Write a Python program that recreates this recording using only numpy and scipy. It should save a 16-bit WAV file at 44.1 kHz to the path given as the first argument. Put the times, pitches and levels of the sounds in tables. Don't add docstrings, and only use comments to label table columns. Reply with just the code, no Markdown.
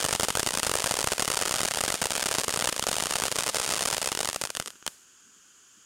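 import sys
import numpy as np
from scipy import signal
from scipy.fft import rfft, irfft
from scipy.io import wavfile

SR = 44100
rng = np.random.default_rng(int(sys.argv[2]) if len(sys.argv) > 2 else 0)


def unload_audio(sound):
    columns = np.transpose(np.atleast_2d(sound))
    steps = np.round(np.clip(columns, -1, 1) * 32767)
    wavfile.write(sys.argv[1], SR, steps.astype(np.int16))


N = 257984

LOW_LAG_MS, HIGH_LAG_MS = 0.545, 2.32

# (time [s], strength [dB], ground reflection lag [ms])
LOUD_STARS = [(.003, 4.5, 2.5), (0.0429, 10, 2.26), (0.0498, 14.5, 1.7), (0.0626, 7, 1.7), (0.086, 6, 3.3),
              (0.0916, 4, 1.64), (0.1275, 12.5, 1.2), (0.1506, 12, 1.1), (0.1977, 15.5, 2.1),
              (0.2323, 16, 1.23), (0.2845, 13, 1.4), (0.3042, 11, 0.98), (.353, 14, 0.87),
              (0.3721, 14, 1.4), (0.3951, 13, 2.3), (.4304, 11, 1.8), (0.4635, 10, 1.28), (.472, 12, 1.04),
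              (.5348, -5, 0.54), (0.5735, 13, 0.76), (0.6313, 14, 0.68), (0.6668, 12.5, 1.36),
              (0.695, 11.5, 1.7), (.715, 12, 2.1), (0.7388, 9, 1.8), (0.754, 13, 1.7), (.7864, 5.5, 1.04),
              (0.8413, 10, 1.7), (0.8609, 10.5, 1.2), (.9108, 14, 1.3), (0.9404, 10, 1.9), (0.989, 10, 2),
              (1.007, 7, 2), (1.0428, 14, 1.9), (1.0726, 14.5, 0.93), (1.1196, 13.5, 2), (1.181, 5.5, 2),
              (1.1959, 11, 1.6), (1.2224, 9.5, 2.4), (1.2779, 6.5, 0.96), (1.3015, 10.5, 1.7),
              (1.3156, 4, 2), (1.37, 9, 0.85), (1.4135, 10, 1.26), (1.4542, 6.5, 2.2), (1.4755, 5, 2.1),
              (1.5106, 10.5, 1.7), (1.5401, 11, 1.2), (1.6054, 11, 1.63), (1.6325, 10.5, 1.55),
              (1.6507, 9.5, 1.27), (1.7101, 6.5, 1.5), (1.7382, 3, 0.95), (1.7723, 11.5, 1.17),
              (1.807, 9, 1.6), (1.8377, 13, 1.4), (1.8796, 11, 2.5), (1.9025, 10.5, 1.55),
              (1.9416, 10, 2.4), (2.0165, 10, 1.3), (2.0209, 10, 1.25), (2.0561, 12, 2.1),
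              (2.106, 9.5, 1.2), (2.1531, 8.5, 0.69), (2.1789, 7, 1.2), (2.224, 2.5, 1.4),
              (2.2587, 10, 1.3), (2.3126, 10, 1.7), (2.3409, 4, 1.3), (2.3843, 12.5, 1.22),
              (2.4812, 12.5, 1.8), (2.539, 10, 1.1), (2.5609, 6.5, 1.8), (2.6424, 8, 1.1),
              (2.6726, 9.5, 1.4), (2.6898, 8, 0.67), (2.7263, 8.5, 1.6), (2.764, 4, 1.75),
              (2.7796, -4, 0.53), (2.7947, 12, 1.08), (2.8257, 7, 0.58), (2.8393, 4.5, 0.87),
              (2.8681, 5, 1.55), (2.8868, 11, 1.35), (2.9144, 9.5, 1.37), (2.9665, 8, 1.26),
              (2.9839, 8, 1.35), (3.0242, 9.5, 1.13), (3.057, 6, .7), (3.1087, 9.5, 1.66),
              (3.1555, 10, 1.2), (3.2, 6, 1.26), (3.2212, 9, 0.86), (3.2372, 12.5, 0.81), (3.2541, 9, 1.4),
              (3.2815, 6, 1.6), (3.3156, 7, 2.1), (3.3237, 7, 1.8), (3.3577, 4.5, 1.9), (3.3861, 10.5, 1.3),
              (3.4639, 7, 1.95), (3.5456, 8.5, 1.46), (3.5571, 7, 1.3), (3.5983, 3.5, 1.17),
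              (3.677, 3.5, 2.1), (3.691, 7.5, 1.2), (3.8085, 8, 1.6), (3.8216, 5.5, 1.1), (3.8538, 3, 1.6),
              (3.9271, 4.5, 1.24), (3.9676, 5, 1.6), (3.9806, 8, 1.3), (4.0735, 8, 1.5), (4.1183, 9.5, 2.4),
              (4.1505, 5, 2.06), (4.1736, 5.5, 2), (4.1907, 5, 1.3), (4.2051, 9, 1.35), (4.2113, 4, 1.56),
              (4.2308, 5, 2), (4.2475, 4, 1.28), (4.2557, 4.5, .9), (4.2748, 2, 1), (4.2884, 10.5, 1.8),
              (4.2991, 0, 2.2), (4.312, -9, .6), (4.3303, -2, 1.05), (4.3462, -3, 1.7), (4.361, 8, 1.5),
              (4.4143, 6, 2), (4.4198, 1, 1.2), (4.4378, 6.5, 1.47), (4.4523, 2, 1.1), (4.473, -8, 0.66),
              (4.5031, 0.5, 2), (4.5512, -3, 0.6), (4.5648, -10, .6), (4.5702, 5.5, 0.65),
              (4.5993, 9, 1.38), (4.6245, -10.5, .6), (4.6602, -8, .6), (4.6754, -7, 0.76),
              (4.6805, -10, 0.54), (4.7045, -14.5, 0.62), (4.8649, 4.5, 0.91), (4.8776, 5, 0.64)]


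def crackle():
    time_s, strength_db, lag_ms = np.vstack([LOUD_STARS, lesser_stars(), crumbs()]).T
    size = gain_of(strength_db)
    return shocks(time_s, size, lag_ms) + echoes(time_s, size)


# (time [s], rate [stars/s])
STAR_PACE = [(0, 90), (1.1, 85), (1.5, 95), (2.3, 105), (3.3, 110), (3.6, 135), (4.1, 135), (4.17, 0)]


def lesser_stars(count=520, first_db=1.84, spread_db=4.5, sag_db_per_s=0.2, stray_gaps=1.6):
    when, size, lift, drift = rng.random((count, 4)).T
    t = np.arange(N) / SR
    thrown = np.cumsum(np.interp(t, *np.transpose(STAR_PACE))) / SR
    turn = np.arange(count) + stray_gaps * when
    time_s = np.interp(turn, thrown, t)
    strength_db = first_db - sag_db_per_s * time_s + spread_db * (2 * size - 1) + flow_db(time_s)
    height = (lift + drift) / 2
    lag_ms = LOW_LAG_MS + (HIGH_LAG_MS - LOW_LAG_MS) * height
    stars = np.column_stack([time_s, strength_db, lag_ms])
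    return stars[turn < thrown[-1]]


def crumbs(mean_db=-13, spread_db=6, follow_share=0.21, count=330):
    when, size, height = rng.random((count, 3)).T
    thickness = shower()
    burnt = np.cumsum(np.minimum(thickness, np.median(thickness)) ** 4)
    time_s = np.interp(when, burnt / burnt[-1], np.arange(N) / SR)
    strength_db = mean_db + spread_db * (2 * size - 1) + follow_share * flow_db(time_s)
    lag_ms = LOW_LAG_MS + (HIGH_LAG_MS - LOW_LAG_MS) * height ** 2
    return np.column_stack([time_s, strength_db, lag_ms])


# (start [s], length [s])
STREAM_LULLS = [(.163, .027), (.255, .028), (.318, .034), (.41, .05), (.676, .062), (1.135, .044),
                (1.96, .055), (2.075, .024), (2.45, .03), (2.70, .165), (3.072, .02), (3.287, .026),
                (3.327, .029), (3.512, .024), (3.947, .02), (3.987, .028), (4.09, .027), (4.132, .037)]


def flow_db(time_s, lull_db=-20.5, hush_db=-15.5, hush_s=0.012, flurry_db=3.5, flurry_s=0.013):
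    start_s, length_s = np.transpose(STREAM_LULLS)
    at = time_s[:, None]
    in_lull = ((at > start_s) & (at < start_s + length_s)).any(1)
    since_s = at - np.transpose(LOUD_STARS)[0]
    hush = ((since_s < 0) * np.exp(-(since_s / hush_s) ** 4)).max(1)
    flurry = ((since_s > 0) * np.exp(-abs(since_s) / flurry_s)).max(1)
    return np.where(in_lull, lull_db, hush_db * hush + flurry_db * flurry)


# (frequency [Hz], gain [dB])
SHOCK_COLOUR = [(60, -24.5), (250, -3.5), (600, 1), (1400, 0.3), (2200, -1), (4000, 0.45), (7000, 1.98),
                (9300, 2), (10200, -2.5), (12000, -6.5), (16000, -26.5)]


def shocks(time_s, size, lag_ms, bounce=0.46, bounce_hz=6500, soft_share=0.55, soft_hz=5500, tube_db=-3):
    soft = soft_share * rng.random(len(time_s)) ** 2
    direct = clicks(time_s, size * (1 - soft)) + dulled(clicks(time_s, size * soft), soft_hz)
    reflected = bounce * dulled(clicks(time_s + lag_ms / 1000, size), bounce_hz)
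    nearness = np.clip((0.85 - lag_ms) / 0.31, 0, 1)
    tube = gain_of(tube_db) * banded(clicks(time_s, size * nearness), low_hz=2830, high_hz=3750)
    return coloured(direct + reflected + tube, SHOCK_COLOUR)


# (frequency [Hz], gain [dB])
GROUND_COLOUR = [(40, -15.5), (140, 2), (280, -3), (450, 4), (900, -3), (1600, 1.5), (3000, -4),
                 (9000, -8.5), (16000, -24.5)]
# (frequency [Hz], gain [dB])
YARD_COLOUR = [(40, -8), (250, -8), (1400, -8), (4000, -7), (8500, -2), (12000, -8.5), (16000, -20)]


def echoes(time_s, size, spread=0.78, ground_db=-8, near_db=-19, yard_db=-17):
    spreading = clicks(time_s, size ** spread)
    ground = gain_of(ground_db) * scatter(spreading, start_ms=0.91, t60_s=0.012, count=24)
    near = gain_of(near_db) * scatter(spreading, start_ms=2, t60_s=0.038, count=8)
    yard = gain_of(yard_db) * scatter(spreading, start_ms=8, t60_s=0.64, count=4)
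    return coloured(ground, GROUND_COLOUR) + coloured(near + yard, YARD_COLOUR)


def scatter(x, start_ms, t60_s, count):
    t = np.arange(int(t60_s * SR) + 2) / SR
    path = np.repeat(rng.integers(0, count, N // 256 + 1), 256)[:N]
    fade = gain_of(-60 * t / t60_s)
    tails = rng.standard_normal((count, len(t))) * fade / np.linalg.norm(fade)
    scattered = sum(signal.oaconvolve(x * (path == k), tail)[:N] for k, tail in enumerate(tails))
    return delayed(scattered, start_ms)


# (time [s], level [dB])
SHOWER_LEVEL = [(0, -30), (0.248, -33.5), (.65, -32.5), (1.099, -31.5), (1.471, -31), (1.97, -33),
                (2.75, -32), (3.4, -30), (3.8, -31.5), (4.27, -33), (4.53, -42.5), (4.682, -48.5),
                (4.75, -51)]


def shower():
    time_s, level_db = np.transpose(SHOWER_LEVEL)
    time_s, level_db = np.append(time_s, time_s[-1] + 0.24), np.append(level_db, -80)
    return gain_of(np.interp(np.arange(N) / SR, time_s, level_db))


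# (frequency [Hz], relative density [dB per Hz])
FIZZ_COLOUR = [(40, -39), (200, 13.5), (600, 0), (1400, 4), (3000, 9), (7000, 4), (9200, 2.5),
               (11500, -0.5), (16000, -21)]


def fizz(level_db=-16.0, grain_db=1.5, flicker_db=3.0):
    grain = np.minimum(rng.exponential(1, N), 6)
    grains = rng.standard_normal(N) * gain_of(grain_db * grain)
    flicker = gain_of(level_db - flicker_db * wander(39))
    return evened(coloured(grains, FIZZ_COLOUR)) * shower() * flicker


# (frequency [Hz], relative density [dB per Hz])
JET_COLOUR = [(40, -12), (230, -5.5), (400, -4.5), (600, -17), (900, -12.5), (1500, 1), (2100, -12.5),
              (3150, -2), (3850, -13.5), (4700, -6.5), (5400, -7.5), (6800, 4.5), (8200, -7), (16000, -26)]
# (time [s], level [dB], half-length to 1/e [s])
FLAME_PUFFS = [(4.68, -57, 0.016), (4.753, -64, 0.016), (5.287, -68, .04), (5.372, -69, .015),
               (5.784, -60, 0.012)]
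# (time [s], level [dB])
FLAME_SPITS = [(4.4936, -4), (4.6140, -3), (4.735, -17), (4.7560, -14), (4.7610, -18), (4.8262, -7.5)]


def flame(level_db=-57, waver_db=0.1, spit_hz=3200):
    t = np.arange(N) / SR
    jet = evened(coloured(rng.standard_normal(N), JET_COLOUR))
    hiss = jet * gain_of(level_db - waver_db * wander(6.7))
    swell = sum(gain_of(db) * np.exp(-((t - s) / length) ** 2) for s, db, length in FLAME_PUFFS)
    puffs = evened(banded(rng.standard_normal(N), low_hz=183, high_hz=300)) * swell
    time_s, spit_db = np.transpose(FLAME_SPITS)
    spits = coloured(dulled(clicks(time_s, gain_of(spit_db)), spit_hz), JET_COLOUR)
    return hiss + puffs + spits


def gain_of(db):
    return 10 ** (np.asarray(db) / 20)


def evened(x):
    return x / np.sqrt(np.mean(x ** 2) + 1e-20)


def coloured(x, points, size=2048):
    hz, db = np.transpose(points)
    outline_db = np.interp(np.log(np.fft.rfftfreq(size, 1 / SR) + 1), np.log(hz), db)
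    cepstrum = irfft(np.log(gain_of(outline_db)))
    cepstrum[1:size // 2] *= 2
    cepstrum[size // 2 + 1:] = 0
    response = irfft(np.exp(rfft(cepstrum)))
    return signal.oaconvolve(x, response)[:N]


def banded(x, low_hz, high_hz):
    return signal.sosfilt(signal.butter(2, [low_hz, high_hz], "band", fs=SR, output="sos"), x)


def dulled(x, hz):
    pole = np.exp(-2 * np.pi * hz / SR)
    return signal.lfilter([(1 - pole) ** 2], [1, -2 * pole, pole ** 2], x)


def clicks(time_s, sizes, size=8):
    at = time_s[:, None] * SR
    index = np.floor(at).astype(int) + np.arange(1 - size, size + 1)
    shape = np.sinc(index - at) * np.cos(np.pi * (index - at) / (2 * size)) ** 2
    return np.bincount(np.clip(index, 0, N).ravel(), (sizes[:, None] * shape).ravel(), N + 1)[:N]


def delayed(x, ms):
    return irfft(rfft(x) * np.exp(-2j * np.pi * np.fft.rfftfreq(N, 1 / SR) * ms / 1000), N)


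def wander(cutoff_hz):
    lowpass = 1 / (1 + (np.fft.rfftfreq(N, 1 / SR) / cutoff_hz) ** 4)
    return evened(irfft(rfft(rng.standard_normal(N)) * lowpass, N))


def scene():
    return (crackle() + fizz() + flame())[None]


def record(dry, case_echo=0.075, case_ms=0.505, ceiling=0.26, hardness=5, low_cut_hz=45, edge_hz=16000):
    mic = case_echo * delayed(dry[0], case_ms) - dry[0]
    fine = signal.resample_poly(mic, 2, 1)
    overloaded = fine / (1 + abs(fine / ceiling) ** hardness) ** (1 / hardness)
    clipped = signal.resample_poly(overloaded, 1, 2)
    centred = signal.lfilter(*signal.butter(1, low_cut_hz, "high", fs=SR), clipped)
    band_limit = signal.firwin(255, edge_hz, window=("kaiser", 9), fs=SR)
    return signal.oaconvolve(centred, band_limit, "same")[None]


dry = scene()
out = record(dry)
unload_audio(out)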